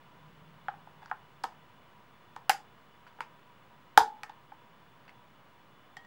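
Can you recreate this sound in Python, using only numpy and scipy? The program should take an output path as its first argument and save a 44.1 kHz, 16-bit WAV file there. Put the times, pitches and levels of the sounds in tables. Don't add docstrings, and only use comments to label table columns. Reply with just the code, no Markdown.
import sys
import numpy as np
from scipy import signal
from scipy.fft import rfft, irfft, next_fast_len
from scipy.io import wavfile
from scipy.ndimage import map_coordinates

SR = 44100
rng = np.random.default_rng(int(sys.argv[2]) if len(sys.argv) > 2 else 0)


def convert_level_to_amplitude(level_db):
    exponent = np.asarray(level_db, float) / 20
    return 10 ** exponent


def master(y):
    cut = np.clip(np.atleast_2d(y).T, -1, 1)
    pcm = np.round(cut * 32767)
    wavfile.write(sys.argv[1], SR, pcm.astype(np.int16))


N = 267246


def unit(x):
    return x / np.sqrt(np.mean(x ** 2) + 1e-20)


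def along(points, hz):
    point_hz, value = np.transpose(points)
    return np.interp(np.log(hz + 1), np.log(point_hz + 1), value)


def filtered(x, response):
    m = next_fast_len(len(x) + 2048)
    return irfft(rfft(x, m) * response(np.fft.rfftfreq(m, 1 / SR)), m)[:len(x)]


def resonance(f, hz, width_hz):
    return 1j * f * width_hz / (hz * hz - f * f + 1j * f * width_hz)


def ring(modes, t, scatter_db):
    luck = rng.standard_normal(len(modes))
    total = 0
    for (hz, level_db, t60_s), u in zip(modes, luck):
        total = total + convert_level_to_amplitude(level_db + scatter_db * u - 60 * t / t60_s) * np.sin(2 * np.pi * hz * t)
    return total


def room(x, wet_db, scatter):
    # hz, t60_s
    room_decay = [(200, 0.28), (1000, 0.19), (4000, 0.19), (9000, 0.19), (15000, 0.11)]
    hz, t, z = signal.stft(rng.standard_normal(len(x)), SR, nperseg=256)
    fade = convert_level_to_amplitude(-60 * t / along(room_decay, hz)[:, None]) + scatter * convert_level_to_amplitude(-60 * t / 0.033)
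    tail = signal.istft(z * fade, SR, nperseg=256)[1][:len(x)]
    tail = tail * np.clip(np.arange(len(tail)) / SR / .006 - .5, 0, 1)
    return x + convert_level_to_amplitude(wet_db) * signal.fftconvolve(x, tail / np.linalg.norm(tail))[:len(x)]


def add(track, start_s, x):
    track[round(start_s * SR):][:len(x)] += x


def background():
    # hz, level_db (per Hz)
    air_color = [(12, -33.5), (20, -3), (22, -14.5), (42, -30), (66, -10), (124, -2), (357, -7), (445, -7),
                 (889, -7), (966, -2.5), (1270, -7), (2930, -17), (5690, -30.5), (13100, -39),
                 (15000, -63.5)]
    # pitch_hz, width_hz, level_db
    fan_bands = [(967, 63, -69.5), (2954, 190, -77), (3466, 55, -79.5), (1203, 43, -79.5), (212, 28, -77)]
    # pitch_hz, level_db (rms)
    steady_tones = [(118.4, -80), (15665, -77.0)]
    # time_s, level_db
    drone_path = [(0.0, -65.5), (0.15, -63.5), (0.29, -60), (0.99, -65), (1.79, -69), (2.13, -71),
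                  (2.34, -71.5), (4.39, -73), (6.06, -75)]

    def noise(response):
        return unit(filtered(rng.standard_normal(N), response))

    t = np.arange(N) / SR
    drone_db = np.interp(t, *np.transpose(drone_path))
    air_db = -60.4 + 0.083 * (drone_db - drone_db.mean())
    sway_db = 0.8 * map_coordinates(rng.standard_normal(30), [4 * t])
    air = noise(lambda f: convert_level_to_amplitude(along(air_color, f)))
    fan = sum(convert_level_to_amplitude(db) * noise(lambda f: resonance(f, hz, width) ** 2) for hz, width, db in fan_bands)
    drone = noise(lambda f: resonance(f, 150, 36) ** 2 + 0.21 * resonance(f, 62, 40) ** 2)
    tones = sum(np.sqrt(2) * convert_level_to_amplitude(db) * np.sin(2 * np.pi * hz * t) for hz, db in steady_tones)
    return convert_level_to_amplitude(air_db - 0.02) * air + convert_level_to_amplitude(air_db + 60.5) * fan + convert_level_to_amplitude(drone_db + sway_db) * drone + tones


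def knocked_dish():
    # start_s, peak_db, bowl_hz, upper_db, hold_s (until the hand stops the tone)
    touches = [
        (0.684, -22.5, 796, -2.5, 0.0096),
        (0.7372, -38.5, 805, -6, 0.0068),
        (.8727, -35, 860, -12, 0.0041),
        (1.1139, -20.5, 840, -2, 0.0054),
        (1.1205, -32, 800, -19, 0.008),
        (3.067, -53, 990, 10, 0.014),
        (5.0794, -43.5, 856, 2, 0.0037),
        (5.0951, -53, 816, 3, 0.0057),
    ]
    # start_s, peak_db, bowl_hz, upper_db, hold_s
    pushes = [(1.4393, -16.5, 912, -2.5, 0.0046), (1.4425, -30, 760, -19, 0.013),
              (2.3636, -27, 923, -5.5, 0.0042), (2.4944, -9, 802, -3.5, 0.01),
              (2.499, -35, 802, 24.5, .004), (3.2055, -23.5, 960, -2.5, 0.0056),
              (3.9756, 1.5, 839, -0.5, 0.0076), (4.2337, -35.5, 830, 10, 0.01),
              (4.2947, -35, 856, 0.5, 0.0084), (4.5197, -36, 836, -2.5, 0.008),
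              (5.9688, -41.5, 788, -3, 0.009)]
    # start_s, peak_db, bowl_hz
    fumbles = [
        (1.02, -45, 863),
        (1.029, -41.5, 830),
        (1.0591, -43, 950),
        (1.08, -47, 1010),
        (1.098, -47, 910),
        (3.1875, -41.5, 850),
        (3.213, -52, 912),
        (3.23, -50, 1000),
    ]
    # pitch_hz, level_db, t60_s
    upper_modes = [(1432, 12, 0.006), (1063, -18, 0.099), (1283, -16.5, 0.052), (1515, -23.5, 0.029),
                   (1620, -19, 0.046), (1800, -24, 0.12), (2079, -23.5, 0.032), (2230, -18.5, 0.02)]
    # pitch_hz, level_db, t60_s
    thud_modes = [(121.8, -13.5, 0.016), (254, -9, 0.083), (343, 3, 0.055), (384, 3.5, 0.023),
                  (450, 0.5, 0.074), (489, 1, 0.1), (605, -9, .04)]
    # pitch_hz, level_db, t60_s
    linger_modes = [(769, -4.5, .15), (775.3, -4.5, .2), (802, -4.5, .18), (830, -5.5, 0.33),
                    (829, -11.5, 0.46), (876, -2.5, 0.39), (857, -9.5, 0.26), (926, 5.5, 0.13),
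                    (950, -7, 0.18)]
    touch_thud_db, push_thud_db = -28.5, -21
    fumble_upper_db, fumble_hold_s = 0.5, 0.0071

    def bowl(f):
        return (1j * f / (420 + 1j * f)) ** 2

    out, t = np.zeros(N + SR), np.arange(SR * 2 // 7) / SR
    light = touches + [(*row, fumble_upper_db, fumble_hold_s) for row in fumbles]
    knocks = [(*row, push_thud_db) for row in pushes] + [(*row, touch_thud_db) for row in light]
    for start_s, peak_db, bowl_hz, upper_db, hold_s, thud_db in knocks:
        rise = 1 - np.exp(-t / 0.00095)
        grip = 1 / (1 + (t / max(hold_s, .002)) ** 8)
        tone = grip * (1 - np.exp(-t / .0013)) * np.sin(2 * np.pi * bowl_hz * t)
        upper = convert_level_to_amplitude(upper_db - 0.5) * ring(upper_modes, t, scatter_db=4.0)
        thud = convert_level_to_amplitude(thud_db - 9) * ring(thud_modes, t, scatter_db=1.5)
        loosened = [(hz, db, t60_s * convert_level_to_amplitude(0.34 * peak_db)) for hz, db, t60_s in linger_modes]
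        linger = convert_level_to_amplitude(-24 + 0.22 * peak_db) * (1 - grip) * ring(loosened, t, scatter_db=4.5)
        knock = filtered(rise * (tone + upper + linger), bowl) + rise * thud
        add(out, start_s, -convert_level_to_amplitude(peak_db - 2.0) * room(knock, wet_db=-12.5, scatter=0.046))
    return out[:N]


def holder():
    # start_s, case_hz, case_db, metal_db
    clicks = [(0.684, 3070, -42, -65), (1.0590, 4760, -52.5, -66), (1.0996, 3000, -55, -57),
              (1.1124, 2520, -66, -62), (1.437, 4660, -35.5, -42), (1.441, 3100, -35.5, -33.5),
              (2.363, 3230, -45.5, -47.5), (2.495, 2730, -18.5, -13), (2.5012, 1876, -17.5, -34),
              (3.0674, 4800, -65, -74), (3.2061, 2240, -30.5, -38.5), (3.9746, 4100, -37, -50),
              (3.9760, 3575, -11.5, -12), (4.2335, 1920, -34.5, -38.5), (4.2958, 3450, -45.5, -67),
              (5.0795, 2300, -52, -68), (5.0931, 2090, -46.5, -67), (5.9681, 3180, -45.5, -50),
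              (5.099, 4890, -65, -71)]
    spring, contact = (5700, 5500, 5000), (11500, 11000, 7400)
    out, t = np.zeros(N + SR), np.arange(SR // 6) / SR
    for start_s, case_hz, case_db, metal_db in clicks:
        contact_db = 1.5 + 1.25 * metal_db
        levels = case_db, metal_db, contact_db
        shapes = [(case_hz, 1.2 * case_hz, case_hz), spring, contact]
        chatter = 0.31 * convert_level_to_amplitude(-60 * t / 0.01) * rng.standard_normal(len(t))
        for level_db, (hz, width_hz, ring_hz) in zip(levels, shapes):
            def body(f):
                return resonance(f, hz, width_hz) ** 4 + 1.6 * resonance(f, ring_hz, 930) ** 2

            crack = filtered(-1. * (t == 0), body)
            click = room(crack, wet_db=-3.5, scatter=2.5) + filtered(chatter, body)
            add(out, start_s, convert_level_to_amplitude(level_db - 1.5) / np.abs(crack).max() * click)
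    return out[:N]


def scuffs():
    # start_s, length_s, level_db
    rubs = [
        (1.02, .09, -73),
        (3.068, 0.031, -69),
        (5.049, 0.016, -74),
        (5.079, .03, -70),
    ]
    # pitch_hz, width_hz, level_db
    skin_color = [(1430, 1440, 4), (2600, 480, -19), (4550, 300, -2)]
    slips_per_s, slip_scatter_db = 500, 2
    slips = np.zeros(N)
    for start_s, length_s, level_db in rubs:
        at, size, side = rng.random((60, 3))[:round(slips_per_s * length_s)].T
        strength = convert_level_to_amplitude(level_db + 31 - slip_scatter_db * np.log(size))
        slips[((start_s + at * length_s) * SR).astype(int)] += strength * (1 - at) * np.sign(side - .5)
    rub = filtered(slips, lambda f: sum(convert_level_to_amplitude(db) * resonance(f, hz, width) ** 2 for hz, width, db in skin_color))
    echo = room(np.eye(1, SR // 8)[0], wet_db=-3, scatter=1.4)
    return rub + signal.fftconvolve(rub, echo)[:N]


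def bench():
    # start_s, peak_db
    bumps = [
        (1.4385, -58),
        (2.495, -62),
        (3.189, -58),
        (3.9752, -37),
        (4.003, -36.5),
        (4.017, -34),
    ]
    # pitch_hz, level_db, t60_s
    bump_modes = [(55, -4, 0.015), (119.33, -2.5, 0.0099), (242, -0.5, 0.02), (344, -2.5, .05),
                  (450, 1.5, 0.1)]
    out, t = np.zeros(N + SR), np.arange(SR // 6) / SR
    for start_s, peak_db in bumps:
        bump = (1 - np.exp(-t / 0.0017)) * ring(bump_modes, t, scatter_db=3)
        add(out, start_s, -convert_level_to_amplitude(peak_db) * room(bump, wet_db=-15.5, scatter=.3))
    return out[:N]


def tapped_dish():
    # start_s, peak_db
    taps = [
        (5.9690, -41.5),
        (6.049, -57),
    ]
    # pitch_hz, level_db, t60_s
    free_modes = [(1857, 2, 0.1), (1887, -4, 0.24), (1955, -0.5, 0.034), (3000, -17, 0.047),
                  (3230, -14, 0.18), (4450, -7, 0.026), (5060, -11, 0.036), (5620, -11, .015),
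                  (5940, -18, .03), (6700, -30, .05), (7400, -14.5, 0.044), (8930, -33, 0.05)]
    out, t = np.zeros(N + SR), np.arange(SR * 2 // 7) / SR
    for start_s, peak_db in taps:
        tap = ring(free_modes, t, scatter_db=1)
        add(out, start_s, convert_level_to_amplitude(peak_db - 2.5) * room(tap, wet_db=-12.5, scatter=0.52))
    return out[:N]


def scene():
    return (background() + knocked_dish() + holder() + scuffs() + bench() + tapped_dish())[None]


def band_limit(x):
    return signal.sosfilt(signal.butter(12, 16540, fs=SR, output="sos"), x)


def record(dry):
    heard = filtered(dry[0], lambda f: 1 / (1 + (f / 15900) ** 40))[None]
    mix = heard / (1 + np.abs(heard / 1.05) ** 5) ** (1 / 5) + .0006
    return band_limit(mix)


dry = scene()
out = record(dry)
master(out)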